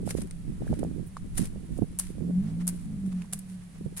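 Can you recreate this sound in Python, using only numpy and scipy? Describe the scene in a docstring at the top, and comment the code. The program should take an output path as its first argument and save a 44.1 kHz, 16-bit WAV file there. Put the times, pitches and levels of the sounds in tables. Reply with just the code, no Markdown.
"""Wind buffets two microphone ports outdoors, mostly the right one, with hard thumps, over a soft hiss.
Crisp taps come at a walking pace, probably footsteps, each a cluster of clicks with a short scuff;
the camera ticks in the hand. Some way off an idling engine revs once and falls back,
its orders booming as they cross the exhaust resonance."""
import sys
import numpy as np
from scipy.fft import rfft, irfft, next_fast_len
from scipy.io import wavfile
from scipy.ndimage import map_coordinates

SR = 44100
rng = np.random.default_rng(int(sys.argv[2]) if len(sys.argv) > 2 else 0)


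def store_wav(level_fs):
    """Save 16-bit WAV to argv[1]."""
    pcm = np.round(np.clip(np.atleast_2d(level_fs), -1, 1) * 32767)
    wavfile.write(sys.argv[1], SR, pcm.T.astype(np.int16))


N = 176400
T = np.arange(N) / SR
CONTACT_RISE_S = 0.0014
# scuff spectrum, with the recorder's bright 8-11 kHz colour (frequency [Hz], level [dB])
SCUFF_SPECTRUM = [(200, -36), (800, -4), (1800, 0), (3200, -3), (6300, -2), (8200, 3), (10300, 6.5),
                  (11500, -3.5), (12700, -7), (15500, -21)]


def amp(db):
    """Decibels to gain."""
    return 10 ** (np.asarray(db) / 20)


def unit(x):
    """Scale to rms 1."""
    return x / np.sqrt(np.mean(x ** 2) + 1e-20)


def along(points, hz):
    """Interpolate (frequency [Hz], value) points on a log axis."""
    f, v = np.transpose(points)
    return np.interp(np.log(hz + 1), np.log(f + 1), v)


def curves(rows):
    """Per-sample curve for each column after the time."""
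    s, *cols = np.transpose(rows)
    return [np.interp(T, s, c) for c in cols]


def wobble(knots_per_s):
    """Smooth random curve."""
    return map_coordinates(rng.standard_normal(int(N * knots_per_s / SR) + 4), [T * knots_per_s])


def filtered(x, response):
    """Apply response(hz) by FFT."""
    m = next_fast_len(N + SR // 2)
    return irfft(rfft(x, m) * response(np.fft.rfftfreq(m, 1 / SR)), m)[..., :N]


def resonance(hz, centre_hz, width_hz):
    """Band-pass response, peak gain 1."""
    return 1j * hz * width_hz / (centre_hz ** 2 - hz * hz + 1j * hz * width_hz)


def noise(spectrum):
    """Coloured noise, rms 1."""
    return unit(filtered(rng.standard_normal(N), lambda hz: amp(along(spectrum, hz))))


def stereo_noise(spectrum, correlation):
    """Coloured noise with a given left-right correlation, rms 1."""
    def mid_side_gains(hz):
        angle = np.arccos(np.clip(along(correlation, hz), -1, 1)) / 2
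        return np.array([np.cos(angle), np.sin(angle)])
    mid, side = filtered(np.array([noise(spectrum), noise(spectrum)]), mid_side_gains)
    return unit(np.array([mid + side, mid - side]))


def strike(start_s, rise_s, t60_s):
    """Envelope of a blow."""
    envelope = np.zeros(N)
    live = slice(int(start_s * SR) + 1, int((start_s + 2 * t60_s) * SR))
    t = T[live] - start_s
    envelope[live] = (1 - np.exp(-t / rise_s)) * np.exp(-np.log(1000) * t / t60_s)
    return envelope


def swells(rows):
    """Bell envelopes (centre [s], half-width [s], level [dB]), summed in power."""
    return np.sqrt(sum(amp(db) ** 2 * np.exp(-np.minimum(((T - s) / width_s) ** 2, 50))
                       for s, width_s, db in rows))


def eddies(rows):
    """One pressure swing per eddy (time [s], level [dB], frequency [Hz]); the port booms after each."""
    def swing(cycles, half_width=0.57):
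        return -np.sin(2 * np.pi * cycles) * np.exp(-(cycles / half_width) ** 2)
    s, db, hz = np.transpose(rows)[:, :, None]
    index = np.round(s * SR).astype(int) + np.arange(-600, 600)
    cycles = hz * (index / SR - s)
    swings = amp(db) * (swing(cycles) + amp(-21) * swing(2.17 * cycles))  # quicker swing: harder front
    pressure = np.bincount(np.clip(index, 0, N).ravel(), (swings * (index > 0)).ravel(), N + 1)[:N]
    return filtered(pressure, lambda f: 1 + amp(2) * resonance(f, centre_hz=160, width_hz=39.5))


def port_wind(gusts, rumble_gain_db):
    """Wind on one port: lumpy rumble, plus gusts of noise and small eddies."""
    # rumble contour (time [s], level [dB])
    contour = [(0.0, -32), (0.03, -37.5), (0.4, -37), (0.49, -33), (1.2, -43), (1.4, -31.5), (1.57, -41.5),
               (1.84, -32.5), (1.88, -41), (2.78, -37.5), (3.65, -52.5), (4.0, -45)]
    # rumble spectrum (frequency [Hz], level [dB])
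    rumble_spectrum = [(20, 7.5), (55, 7), (110, 0.5), (200, -3.5), (350, -13.5), (700, -62), (2000, -67)]
    # gust spectrum (frequency [Hz], level [dB])
    gust_spectrum = [(25, 1), (70, 13.5), (110, 8), (170, 0), (280, 6), (420, -24), (650, -20), (1000, -46),
                     (1600, -61), (4000, -80)]
    eddies_per_s, eddy_hz, spread_db, lump_db = 240, 231, 2, 2.5
    level_db, = curves(contour)
    lumps = amp(lump_db * wobble(31.15))
    rumble = amp(level_db + rumble_gain_db) * unit(lumps * noise(rumble_spectrum))
    times_s = np.cumsum(rng.exponential(size=1500)) / eddies_per_s
    size, pitch = rng.standard_normal((2, len(times_s)))
    rows = np.column_stack([times_s, spread_db * size, eddy_hz * np.exp(0.29 * pitch)])
    turbulence = amp(-7) * noise(gust_spectrum) + amp(-3) * eddies(rows[times_s < T[-1]])
    return rumble + swells(gusts) * turbulence


def wind():
    """Wind buffets each port separately, the right one harder."""
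    # left gusts (centre [s], half-width [s], level [dB])
    left = [(.12, 0.05, -38), (.24, 0.019, -31), (.50, 0.012, -31.5), (.62, 0.01, -29), (.71, 0.021, -25.5),
            (.86, 0.057, -33), (1.25, 0.017, -32.5), (1.43, 0.026, -32.5), (1.725, 0.01, -32.5),
            (1.91, 0.033, -38)]
    # right gusts (centre [s], half-width [s], level [dB])
    right = [(.04, 0.047, -28.5), (.19, 0.047, -27.5), (.49, 0.026, -30), (.625, .025, -28),
             (.73, 0.018, -19.5), (.80, 0.017, -24.5), (.90, 0.068, -28.5), (1.0, 0.04, -29.5),
             (1.415, 0.017, -21), (1.56, 0.023, -32.5), (1.64, 0.015, -30), (1.72, 0.022, -29.5),
             (1.795, 0.015, -25), (1.827, 0.011, -22), (2.10, 0.012, -37.5), (2.21, 0.031, -26),
             (2.29, 0.022, -28), (2.74, 0.015, -31), (3.075, 0.023, -45), (3.865, 0.0063, -23.5),
             (3.925, .01, -42)]
    return np.array([port_wind(left, rumble_gain_db=-4.5), port_wind(right, rumble_gain_db=-0.5)])


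def exhaust_pipe(hz):
    """Response of the exhaust resonances; the muffler swallows the high orders."""
    # resonances (centre [Hz], width [Hz], gain [dB])
    modes = [(110.2, 9.2, -17.5), (184.4, 12.5, 0), (266.8, 5.5, -11.5)]
    muffler_hz = 266
    ringing = sum(amp(db) * resonance(hz, centre_hz, width_hz) for centre_hz, width_hz, db in modes)
    return ringing / np.sqrt(1 + (hz / muffler_hz) ** 16)


def engine():
    """Firing orders boom through the pipe, over exhaust noise; uneven at idle, cleaner when revved."""
    # one rev (time [s], firing rate [Hz], level [dB])
    rev = [(0, 33.08, -35.5), (1.1, 32.6, -37.5), (1.75, 33.01, -38), (1.98, 36.35, -42),
           (2.12, 36.45, -44), (2.27, 42.27, -30), (2.36, 46.43, -24), (2.45, 51.84, -23.5),
           (2.53, 56.6, -27.5), (2.59, 60.37, -26), (2.745, 59.18, -34), (2.78, 58.13, -40.5),
           (2.91, 53.58, -27), (3.0, 49.17, -29.5), (3.08, 46.07, -28.5), (3.185, 44.6, -32.5),
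           (3.23, 42.04, -35), (3.31, 39.4, -35.5), (3.46, 36.63, -37), (3.7, 33.8, -44),
           (3.85, 32.77, -31.5), (4, 32.09, -38.5)]
    # orders (multiple of firing rate, level [dB])
    orders = [(2, -2.5), (3, 0.5), (4, 0), (5, -1.5), (6, -10), (7, -14.5), (8, -10)]
    # exhaust noise spectrum (frequency [Hz], level [dB])
    exhaust_spectrum = [(40, -9), (110, -20), (183, 22.5), (270, -17), (400, -9), (700, -18), (1500, -43),
                        (4000, -49)]
    idle_hz, waver_db = 33.55, 0.5
    rate_hz, level_db = curves(rev)
    idling = (idle_hz / rate_hz) ** 4
    jitter, roughness = 0.011 + 0.015 * idling, 0.24 + 0.31 * idling
    phase = 2 * np.pi * np.cumsum(rate_hz * (1 + jitter * wobble(18))) / SR
    firing = 0
    for order, db in orders:
        gain = amp(db) * (1 + roughness * wobble(21.947))
        firing += gain * np.sin(order * phase + rng.uniform(0, 2 * np.pi))
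    drive = np.sqrt(2) * amp(level_db - waver_db * wobble(14))  # wavers in the wind
    boom = filtered(drive * firing, exhaust_pipe)
    exhaust = amp(level_db - 12) * stereo_noise(exhaust_spectrum, correlation=[(200, 0.68)])
    return (boom + exhaust) * amp([[-0.5], [0.5]])


def air():
    """Soft outdoor hiss, faint dull rustles and one thin, high swish."""
    # hiss spectrum (frequency [Hz], level [dB])
    hiss_spectrum = [(100, 19), (300, 14), (600, 7), (1000, 3.5), (2000, 3.5), (3500, -0.5), (6000, -3),
                     (8000, 1), (10000, 5.5), (11500, -5.5), (13000, -16), (15500, -20)]
    # stereo likeness (frequency [Hz], correlation)
    correlation = [(300, 0.12), (2000, 0.043), (9000, 0.027)]
    # rustles (centre [s], half-width [s], level [dB])
    rustles = [(.72, 0.1, -60.5), (2.48, 0.031, -58), (2.614, .009, -50), (3.125, 0.006, -53.5),
               (3.2, 0.036, -62), (3.62, .012, -65), (3.76, 0.01, -62)]
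    # rustle spectrum (frequency [Hz], level [dB])
    rustle_spectrum = [(300, 8), (900, 4.5), (1900, 2.5), (3500, -5.5), (9000, -7.5), (14000, -24)]
    # swish (centre [s], half-width [s], level [dB])
    swishes = [(1.075, 0.0086, -54)]
    # swish spectrum (frequency [Hz], level [dB])
    swish_spectrum = [(6000, -33), (9500, 10), (12500, -7), (15500, -2)]
    hiss = amp(-57.5) * stereo_noise(hiss_spectrum, correlation)
    stir = amp(-69 + 1.5 * wobble(13))
    rustle = (stir + swells(rustles)) * stereo_noise(rustle_spectrum, correlation)
    swish = swells(swishes) * stereo_noise(swish_spectrum, correlation)
    return (hiss + rustle + swish) * amp([[-1.1], [1.1]])


def thumps():
    """Hard eddies strike the right port, barely heard on the left."""
    # hard eddies (time [s], level [dB], frequency [Hz])
    hits = [(.0315, -25.5, 327), (.0769, -19, 540), (.1516, -14, 347), (.1865, -21, 387),
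            (.6227, -27.5, 540), (.6697, -28.5, 470), (.697, -35, 480), (.7292, -17.5, 530),
            (.791, -21.5, 271), (.8318, -14.5, 472), (.8492, -23, 510), (.9968, -31, 390),
            (1.395, -15.5, 220), (1.412, -20, 205), (1.4325, -23, 180), (1.5605, -31.5, 428),
            (1.7899, -20.5, 430), (1.8222, -10, 258), (1.8312, -14.5, 148), (2.105, -26.5, 300),
            (2.183, -29, 406), (2.2085, -26.5, 340), (2.2275, -24.5, 272.7), (2.2892, -31.5, 372),
            (2.2982, -33, 357), (3.042, -34, 270.6), (3.078, -29.5, 260.7), (3.812, -26.5, 281.1),
            (3.862, -28, 382), (3.927, -32.5, 314)]
    return eddies(hits) * amp([[-59], [0]])


def step_noise(spectrum):
    """Stereo noise from the feet; reaches the left port later."""
    # stereo likeness (frequency [Hz], correlation)
    correlation = [(500, 0.73), (2000, 0.17), (4000, 0.19), (10000, 0.1)]
    lag_s = 0.00009
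    delay_s = np.array([[lag_s / 2], [-lag_s / 2]])
    return filtered(stereo_noise(spectrum, correlation), lambda hz: np.exp(-2j * np.pi * hz * delay_s))


def scuffs():
    """Grainy friction that sags while the sole slides, then dies."""
    # scuffs and light rustles (start [s], length [s], level [dB])
    slides = [(0.054, 0.12, -45), (0.166, 0.059, -45), (0.657, 0.21, -57.5), (1.345, 0.046, -47),
              (1.365, 0.098, -39), (1.711, 0.11, -57), (1.993, 0.11, -45.5), (2.684, 0.17, -52.5),
              (3.053, 0.016, -48), (3.352, 0.075, -53.5), (3.483, 0.071, -53.5), (3.964, 0.033, -34.5)]
    rise_s, t60_s, sag_db, grain_db = 0.0068, 0.17, 10.5, 3
    power = 0
    for start_s, length_s, db in slides:
        t = np.maximum(T - start_s, 0)
        fall_db = sag_db * np.minimum(t / length_s, 1) + 60 * np.clip((t - length_s) / t60_s, 0, 2)
        power += (amp(db - fall_db) * (1 - np.exp(-t / rise_s))) ** 2
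    return np.sqrt(power) * unit(amp(grain_db * wobble(500))) * step_noise(SCUFF_SPECTRUM)


def grit():
    """Faint crackles at random times."""
    crackles_per_s, t60_s = 22, 0.013
    levels_db = -52 - 2 * rng.standard_normal(200)
    times_s = np.cumsum(rng.exponential(size=200)) / crackles_per_s
    power = sum((amp(db) * strike(s, CONTACT_RISE_S, t60_s)) ** 2
                for s, db in zip(times_s, levels_db) if s < T[-1])
    return np.sqrt(power) * step_noise(SCUFF_SPECTRUM)


def taps():
    """Each contact is a snap and a gritty crack with a faint tail."""
    # step and hand contacts (time [s], level [dB], t60 [s], treble gain [dB])
    contacts = [(.076, -38, 0.024, -16), (0.089, -27.5, 0.052, -12), (0.101, -24, 0.03, -12),
                (0.106, -16.5, 0.037, -15), (0.174, -29, 0.057, -26), (0.218, -22, 0.019, -14.5),
                (0.273, -34, 0.011, -10), (0.31, -24, 0.013, -21), (0.74, -27, 0.011, -24),
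                (.791, -30.5, 0.029, -14.5), (0.838, -30.5, 0.014, -10.5), (1.168, -31.5, 0.049, -42),
                (1.373, -29, 0.055, -3), (1.378, -21.5, 0.024, 1), (1.38, -18, 0.041, -10),
                (1.455, -24, 0.018, -9), (1.777, -40.5, 0.029, -2), (1.9881, -20, 0.023, 2),
                (1.9948, -19.5, 0.011, 6), (1.9987, -11, 0.0054, -2.5), (2.6701, -24, 0.014, -1),
                (2.6752, -28, 0.074, 1), (2.678, -21.5, 0.015, 5), (2.6883, -23.5, 0.023, -1.5),
                (2.6956, -26, 0.009, -8), (3.128, -36, 0.014, -12), (3.219, -29, 0.023, -37),
                (3.326, -29, 0.08, -4.5), (3.3338, -15, 0.011, -1), (3.3899, -37, 0.021, 6.5),
                (3.972, -29.5, 0.02, 2), (3.979, -30, 0.026, 0), (3.996, -32, 0.025, 4)]
    # contact spectrum (frequency [Hz], level [dB])
    spectrum = [(200, -18), (700, -9.5), (1800, -7.5), (3200, -12.5), (6300, -5), (8000, 1), (9500, 7),
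                (11000, 4), (12700, -9.5), (15500, -16)]
    crossover_hz, grain_db = 5600, 2
    body_power = treble_power = 0
    for s, db, t60_s, treble_db in contacts:
        snap = amp(3) * strike(s, rise_s=0.0001, t60_s=0.0025)
        crack = strike(s, CONTACT_RISE_S, t60_s)
        tail = amp(-22.5) * strike(s, CONTACT_RISE_S, t60_s=0.11)
        power = amp(db) ** 2 * (snap ** 2 + crack ** 2 + tail ** 2)
        body_power += power
        treble_power += power * amp(treble_db) ** 2
    crisp = step_noise(spectrum)
    low = filtered(crisp, lambda hz: 1 / (1 + (hz / crossover_hz) ** 4))
    grain = lambda: unit(amp(grain_db * wobble(1500)))
    body = np.sqrt(body_power) * grain() * low
    treble = np.sqrt(treble_power) * grain() * (crisp - low)
    return body + treble * amp([[0.8], [-0.8]])


def ticks():
    """Small ticks, and the knocking edge of two hard wind thumps; one damped sine each."""
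    # ticks and thump edges (time [s], level [dB], frequency [Hz], t60 [s])
    rings = [(.22, -35.5, 9200, .018), (.309, -28, 9130, 0.007), (.677, -35, 1620, 0.011),
             (1.1682, -20.5, 1145, 0.0096), (1.7835, -40, 630, 0.028), (1.8222, -29, 704, 0.023),
             (3.2195, -35, 2580, 0.0071), (3.246, -43.5, 951, 0.014)]
    rise_s = 0.00056
    return sum(amp(db) * strike(s, rise_s, t60_s) * np.sin(2 * np.pi * hz * (T - s))
               for s, db, hz, t60_s in rings)


def scene():
    """Stereo mix of wind, steps, ticks, engine and air."""
    return wind() + taps() + scuffs() + grit() + ticks() + thumps() + engine() + air()


def record(dry):
    """The camera keeps nothing above its band limit."""
    limit_hz = 16000
    return filtered(dry, lambda hz: hz < limit_hz)


dry = scene()
out = record(dry)
store_wav(out)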